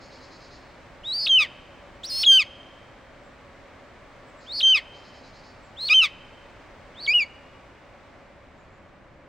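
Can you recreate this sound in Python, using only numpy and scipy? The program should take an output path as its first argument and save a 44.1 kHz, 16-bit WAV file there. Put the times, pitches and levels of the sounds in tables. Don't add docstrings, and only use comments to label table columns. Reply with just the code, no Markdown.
import sys
import numpy as np
from scipy import signal
from scipy.fft import rfft, irfft, next_fast_len
from scipy.io import wavfile
from scipy.ndimage import map_coordinates

SR = 44100
rng = np.random.default_rng(int(sys.argv[2]) if len(sys.argv) > 2 else 0)


def put_to_file(sound):
    columns = np.atleast_2d(sound).T
    safe = np.clip(columns, -1, 1)
    whole_steps = np.round(safe * 32767)
    wavfile.write(sys.argv[1], SR, whole_steps.astype(np.int16))


N = 409248

# t/s, rumble level/dB, hiss level/dB
AIR_LEVELS = [(0.0, -54, -51), (2.02, -54, -51.5), (3.05, -55.5, -52), (7.03, -54.5, -51.5),
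              (8.09, -56.5, -53), (8.81, -54, -55), (9.28, -55.5, -55.5)]
# t/s of start, leap up, drop, end; f/Hz at entry, held, in the tail, last;
# relative level/dB of 2nd harmonic, higher ones, period doubling while held, the same in the tail
WHISTLE_NOTES = [(1.287, 1.287, 1.386, 1.472, 3350, 3095, 2600, 1650, -2, -4, -50, -3),
                 (2.257, 2.257, 2.392, 2.442, 3450, 3146, 2560, 1820, 3, 6, -20, -6),
                 (4.625, 4.625, 4.744, 4.808, 3140, 3137, 2560, 1680, 1.5, -11, -29, -4),
                 (5.894, 5.939, 6.012, 6.085, 2340, 3128, 2700, 1850, -1, -2, -48, -3),
                 (7.073, 7.135, 7.202, 7.252, 2190, 2925, 2420, 2050, -2.5, -1.5, -52, -26)]


def amp(db):
    return 10 ** (np.asarray(db) / 20)


def unit(x):
    return x / np.sqrt(np.mean(x ** 2) + 1e-20)


def along(points, hz):
    f, v = np.transpose(points)
    return np.interp(np.log(hz + 1), np.log(f + 1), v)


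def curves(rows, t):
    times, *columns = np.transpose(rows)
    return [np.interp(t, times, column) for column in columns]


def ease(t, width):
    return .5 + .5 * np.tanh(t / width)


def blend(a, b, share):
    return a + (b - a) * share


def wobble(rate, n):
    return map_coordinates(rng.standard_normal(int(n * rate / SR) + 4), [np.arange(n) * rate / SR])


def phase_of(hz):
    return 2 * np.pi * np.cumsum(hz) / SR


def add(track, s, sound):
    part = track[max(round(s * SR), 0):][:len(sound)]
    part += sound[:len(part)]


def filtered(x, response):
    m = next_fast_len(N + SR // 2)
    return irfft(rfft(x, m) * response(np.fft.rfftfreq(m, 1 / SR)), m)[..., :N]


def stereo_noise(gain):
    # f/Hz, correlation
    coherence = [(60, 0.9), (130, 0.91), (290, 0.8), (640, 0.84), (1410, 0.84), (3100, 0.73), (6820, 0.26),
                 (15000, 0.37)]
    angle = lambda hz: np.arccos(np.clip(along(coherence, hz), -1, 1)) / 2
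    white = rng.standard_normal((2, N))
    mid, side = filtered(white, lambda hz: gain(hz) * [np.cos(angle(hz)), np.sin(angle(hz))])
    return unit(np.array([mid + side, mid - side]))


def air_rumble():
    # f/Hz, relative density level/dB
    spectrum = [(12, -27.5), (20, 2), (61, 0), (102, 1), (173, -4.5), (204, -3.5), (259, -13.5), (307, -5),
                (350, -6.5), (460, -36.5), (770, -120)]
    db, _ = curves(AIR_LEVELS, np.arange(N) / SR)
    return amp(db) * stereo_noise(lambda hz: amp(along(spectrum, hz)))


def air_hiss(gain_db=1.45, dulling=1.1, shelf_hz=3000):
    # f/Hz, relative density level/dB
    spectrum = [(150, -25), (250, -4), (313, -10.5), (353, -7), (482, -6.5), (563, -4.5), (781, -6.5),
                (1120, -8.5), (1270, -9.5), (2200, -11.5), (2710, -17.5), (8040, -34.5), (10400, -48.5),
                (11400, -56.5), (15500, -53.5)]
    _, db = curves(AIR_LEVELS, np.arange(N) / SR)
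    hiss = stereo_noise(lambda hz: amp(along(spectrum, hz)))
    treble = filtered(hiss, lambda hz: hz ** 4 / (hz ** 4 + shelf_hz ** 4))
    hiss += (amp(dulling * (db - np.median(db))) - 1) * treble
    return amp(db + gain_db + .3 * wobble(4.7, N)) * hiss


def distant_hum(usual_db=-56.5, waver_db=.6, follows_hiss=.8):
    # centre f/Hz, bandwidth/Hz, relative level/dB
    bands = [(60, 10, -66.5), (265, 25, -65), (531, 30, -63.5), (574.3, 38, -60), (635, 30, -73.5),
             (1140, 25, -68)]
    power = lambda hz: sum(amp(2 * db) / width / (1 + (2 * (hz - centre) / width) ** 4)
                           for centre, width, db in bands)
    _, hiss_db = curves(AIR_LEVELS, np.arange(N) / SR)
    level = amp(usual_db + follows_hiss * (hiss_db - np.median(hiss_db)) + waver_db * wobble(2, N))
    return level * stereo_noise(lambda hz: np.sqrt(power(hz)))


def chatter(period_s=.0995, note_s=.09, low_hz=4000, arch_hz=500, gap_hz=750, scratch=.056, upper_db=-9):
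    # start t/s, end t/s, source level/dB
    bouts = [(0.003, 0.6, -54), (4.4, 4.5, -58), (4.93, 5.52, -57)]
    out = np.zeros(N)
    u = np.linspace(0, 1, int(note_s * SR))
    for start, end, db in bouts:
        for s in np.arange(start, end - period_s / 2, period_s):
            hz = (low_hz + arch_hz * np.sin(2 * u)) * (1 + scratch * wobble(900, len(u)))
            tone = np.sin(phase_of(hz)) + .8 * np.sin(phase_of(hz + gap_hz))
            tone += amp(upper_db) * np.sin(phase_of(hz * 1.5))
            add(out, s, amp(db) * np.sin(np.pi * np.sqrt(u)) * tone)
    return out


def squeal_course(t, row, start_hz=2700, knee_hz=3900, step_s=.009, part_s=.027,
                  swell_db=24, swell_ratio=1.45, overshoot_at_s=.029, overshoot_s=.018,
                  strain_db=9, strain_rough=.5):
    start, step, part, crack, rise_s, top_hz, creep, gap_hz, overshoot_hz, db, crescendo, *_ = row
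    rough = row[-2]
    forced = overshoot_hz > 0
    rising = blend(knee_hz, start_hz, np.exp(-(t - start) / rise_s))
    strain = forced * np.exp(-((t - step - overshoot_at_s) / overshoot_s) ** 2)
    stepped = ease(t - step, step_s)
    hz = blend(rising, top_hz + creep * (t - crack) + overshoot_hz * strain, stepped)
    gap = gap_hz * (1 - np.exp(-np.maximum(t - part, 0) / part_s))
    swell_s = swell_ratio * rise_s / (1 + 2 * forced)
    db = db - swell_db * np.exp(-(t - start) / swell_s) + crescendo * (t - crack) - strain_db * strain
    return hz, gap, db, rough * stepped + strain_rough * strain


def rasp(phase):
    # f/Hz, relative density level/dB
    spectrum = [(800, -35), (1600, -14), (2700, -3), (3800, 0), (5200, -1), (6600, -13), (8600, -12),
                (11000, -23), (15000, -45)]
    hz = np.fft.rfftfreq(len(phase), 1 / SR)
    puffs = rng.standard_normal(len(phase)) * (1 + .5 * np.sin(phase))
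    return unit(irfft(rfft(puffs) * amp(along(spectrum, hz)), len(phase)))


def squeals(combination_db=-19, subharmonic_db=-23, jitter=.065, least_rough=.03, shimmer=.55,
            rasp_db=-19.5, clean_rasp_db=-.5, join_s=.008, release_s=.002,
            crack_lead_s=.01, crack_s=.007, crack_hz=3830, dip_hz=900, crack_rough=.4, dip_rough=.6,
            beak_hz=9900, beak_hz_per_db=70):
    # t/s of start, step up, parting, crack; rise time/s, top f/Hz, creep/(Hz/s),
    # voice gap/Hz, overshoot/Hz, final level/dB, crescendo/(dB/s), relative level/dB of lower voice
    # and of overtones, roughness (0-1), crack level/dB
    notes = [(1.034, 1.132, 1.174, 1.271, .017, 4700, 400, 600, 0, -26.5, 3, 0, -30, .1, -23),
             (2.031, 2.05, 2.083, 2.24, .007, 4970, 2800, 950, 1300, -24.5, 45, 0, -16.5, .06, -22.5),
             (4.459, 4.525, 4.522, 4.61, .025, 4770, 3500, 520, 0, -25.5, 55, 3, -29, .19, -25.5),
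             (5.762, 5.8, 5.845, 5.895, .016, 4500, 4800, 120, 0, -26, 50, -10, -28, .3, -25),
             (6.946, 7.003, 7.002, 7.072, .026, 4540, 1800, 380, 0, -33, 45, -2, -30, .22, -33)]
    out = np.zeros(N)
    for row, (whistle_start, *_) in zip(notes, WHISTLE_NOTES):
        start, _, part, crack, *_, lower_db, bright_db, _, crack_db = row
        t = np.arange(start, whistle_start + 10 * release_s, 1 / SR)
        hz, gap, db, rough = squeal_course(t, row)
        cracked = ease(t - crack + crack_lead_s, crack_s / 2)
        dip = np.exp(-((t - crack) / crack_s) ** 2)
        rough = np.clip(blend(rough, crack_rough, cracked) + dip_rough * dip, 0, 1)

        def voice_phase(voice_hz):
            pitch = blend(voice_hz, crack_hz, cracked) - dip_hz * dip
            return phase_of(pitch * (1 + jitter * (rough + least_rough) * wobble(1000, len(t))))

        high, low = voice_phase(hz + gap / 2), voice_phase(hz - gap / 2)
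        low_gain = amp(lower_db) * ease(t - part - join_s, join_s) * (1 - cracked)
        tone = np.sin(high) + low_gain * (np.sin(low) + amp(combination_db) * np.sin(2 * high - low))
        overtones = np.sin(2 * low) + .5 * low_gain * (np.sin(low + high) + np.sin(2 * high))
        overtones *= amp(-np.maximum(2 * hz - beak_hz, 0) / beak_hz_per_db)
        tone += amp(bright_db) * (1 - cracked) * (overtones + amp(clean_rasp_db) * rasp(low))
        tone += amp(subharmonic_db) * rough ** 2 * (np.cos(high / 2) + np.cos(1.5 * high))
        tone += amp(rasp_db) * rough * rasp(high)
        level = amp(blend(db, crack_db, cracked)) / np.sqrt(1 + low_gain ** 2)
        level *= ease(whistle_start - t, release_s)
        flutter = 1 + shimmer * rough * wobble(700, len(t))
        add(out, start, np.sqrt(2) * level * tone * flutter)
    return out


def whistle_course(t, row, climb_hz_per_s=6000, settle_s=.022, droop_hz=250, droop_s=.017,
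                   leap_s=.002, drop_s=.006, slide_power=1.8, hoarse_from=.27, hoarse_spread=.15,
                   entry_hoarse_db=-11, held_hoarse_lead_s=.043, held_hoarse_s=.032):
    start, leap, drop, end, entry_hz, held_hz, tail_hz, last_hz, *_, held_hoarse_db, tail_hoarse_db = row
    age = t - start
    tail = np.clip((t - drop) / (end - drop), 0, 1)
    climbing = (entry_hz < tail_hz) * ease(leap - t, leap_s)
    dropped = ease(t - drop, drop_s)
    held = held_hz + max(entry_hz - held_hz, 0) * np.exp(-age / settle_s)
    held -= droop_hz * np.exp(np.minimum(t - drop, 0) / droop_s)
    hz = blend(held, entry_hz + climb_hz_per_s * age, climbing)
    hz = blend(hz, blend(tail_hz, last_hz, tail ** slide_power), dropped)
    hoarse_tail = dropped * ease(tail - hoarse_from, hoarse_spread)
    hoarse = amp(tail_hoarse_db) * (hoarse_tail + amp(entry_hoarse_db) * climbing)
    hoarse += amp(held_hoarse_db) * ease(held_hoarse_s - abs(t - drop + held_hoarse_lead_s), drop_s)
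    return hz, np.minimum(hoarse, 1)


def whistles(gain_db=.4, attack_s=.002, release_s=.012, break_dip=.65, break_s=.003, fourth_db=-5,
             sub_db=-6.5, sub_knee_hz=2560, sub_db_per_hz=.02, upper_halves_db=(0, -18, -25),
             steady_jitter=.0015, jitter=.042, shimmer=.55, rasp_db=-21, clean_rasp_db=-44):
    # t/s, level/dB
    envelopes = [
        [(1.286, -30), (1.296, -19), (1.316, -16), (1.384, -14), (1.436, -24), (1.472, -43)],
        [(2.256, -26), (2.268, -14), (2.3, -11), (2.394, -15), (2.426, -27), (2.442, -40)],
        [(4.624, -26), (4.634, -17), (4.662, -14), (4.752, -16), (4.788, -27), (4.808, -42)],
        [(5.894, -24), (5.91, -15), (5.994, -13), (6.052, -21), (6.085, -42)],
        [(7.073, -31), (7.081, -21), (7.095, -18), (7.127, -23), (7.153, -15), (7.233, -24), (7.252, -40)],
    ]
    # f/Hz, level/dB relative to the fundamental
    throat = [(3700, -15), (4700, -8.5), (5300, -15), (5800, -42), (6250, -23), (6900, -25), (7800, -42),
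              (9400, -39), (10300, -53), (11500, -62)]
    out = np.zeros(N)
    for row, envelope in zip(WHISTLE_NOTES, envelopes):
        start, leap, drop, end, *_, second_db, bright_db, _, _ = row
        t = np.arange(start, end, 1 / SR)
        hz, hoarse = whistle_course(t, row)
        phase = phase_of(hz * (1 + (steady_jitter + jitter * hoarse) * wobble(1100, len(t))))
        tone = np.sin(phase)
        for k, db in enumerate([second_db, bright_db, bright_db + fourth_db], 2):
            tone += amp(db + along(throat, k * hz)) * np.sin(k * phase)
        half_pitch_db = sub_db + sub_db_per_hz * np.minimum(hz - sub_knee_hz, 0)
        for k, db in enumerate([half_pitch_db, *upper_halves_db]):
            tone += hoarse * amp(db) * np.cos((k + .5) * phase)
        tone += (amp(rasp_db) * hoarse + amp(clean_rasp_db + bright_db / 2)) * rasp(phase)
        level = amp(gain_db + curves(envelope, t)[0]) / np.sqrt(1 + hoarse ** 2)
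        level *= (1 - np.exp(-(t - start) / attack_s)) * (1 - np.exp((t - end) / release_s))
        level *= signal.windows.tukey(len(t), .04)
        catch = np.exp(-((t - leap) / break_s) ** 2) + .5 * np.exp(-((t - drop) / break_s) ** 2)
        level *= 1 - break_dip * catch
        flutter = 1 + shimmer * hoarse * wobble(550, len(t))
        add(out, start, np.sqrt(2) * level * tone * flutter)
    return out


def lisps(note_s=.07, fall=.16):
    # t/s, starting f/Hz, source level/dB
    notes = [(3.219, 8300, -71.5), (4.25, 8500, -69.5), (4.36, 8060, -64.5), (5.61, 8200, -67),
             (8.56, 7840, -73.5), (8.7, 7835, -76)]
    out = np.zeros(N)
    u = np.linspace(0, 1, int(note_s * SR))
    for s, hz, db in notes:
        glide = hz * (1 - fall * u + .02 * wobble(900, len(u)))
        add(out, s, amp(db) * np.sin(np.pi * u) * np.sin(phase_of(glide)))
    return out


def trunk_echo(x, delay_s=.008, t60_s=.17):
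    t = np.arange(SR // 4) / SR
    echo = rng.standard_normal(len(t)) * amp(-60 * t / t60_s) * (t > delay_s)
    return signal.fftconvolve(x, echo / np.linalg.norm(echo))[:N]


def forest_reverb(x):
    # f/Hz, T60/s
    decay_times = [(500, 1.2), (3000, 1.6), (6000, 1.1), (12000, .4)]
    hz, t, spectra = signal.stft(rng.standard_normal(2 * SR), SR, nperseg=256)
    decay = amp(-60 * t / along(decay_times, hz)[:, None])
    tail = signal.istft(spectra * decay, SR, nperseg=256)[1]
    return signal.fftconvolve(x, tail / np.linalg.norm(tail))[:N]


def scene(trunks_db=-21.5, forest_db=-33.5, far_db=-3, far_trunks_db=-2, far_forest_db=-6):
    cries = squeals() + whistles()
    far_bird = chatter() + lisps()
    echo = trunk_echo(amp(trunks_db) * cries + amp(far_trunks_db) * far_bird)
    reverb = forest_reverb(amp(forest_db) * cries + amp(far_forest_db) * far_bird)
    air = air_rumble() + air_hiss() + distant_hum()
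    return cries + amp(far_db) * far_bird + echo + reverb + air


def record(dry, image_db=-5.7, carrier_hz=24000, top_hz=15830):
    treble = filtered(dry, lambda hz: (hz > carrier_hz - top_hz) & (hz < carrier_hz / 2))
    carrier = np.exp(-2j * np.pi * carrier_hz * np.arange(N) / SR)
    image = np.real(signal.hilbert(treble) * carrier)
    return filtered(dry + amp(image_db) * image, lambda hz: hz < top_hz)


dry = scene()
out = record(dry)
put_to_file(out)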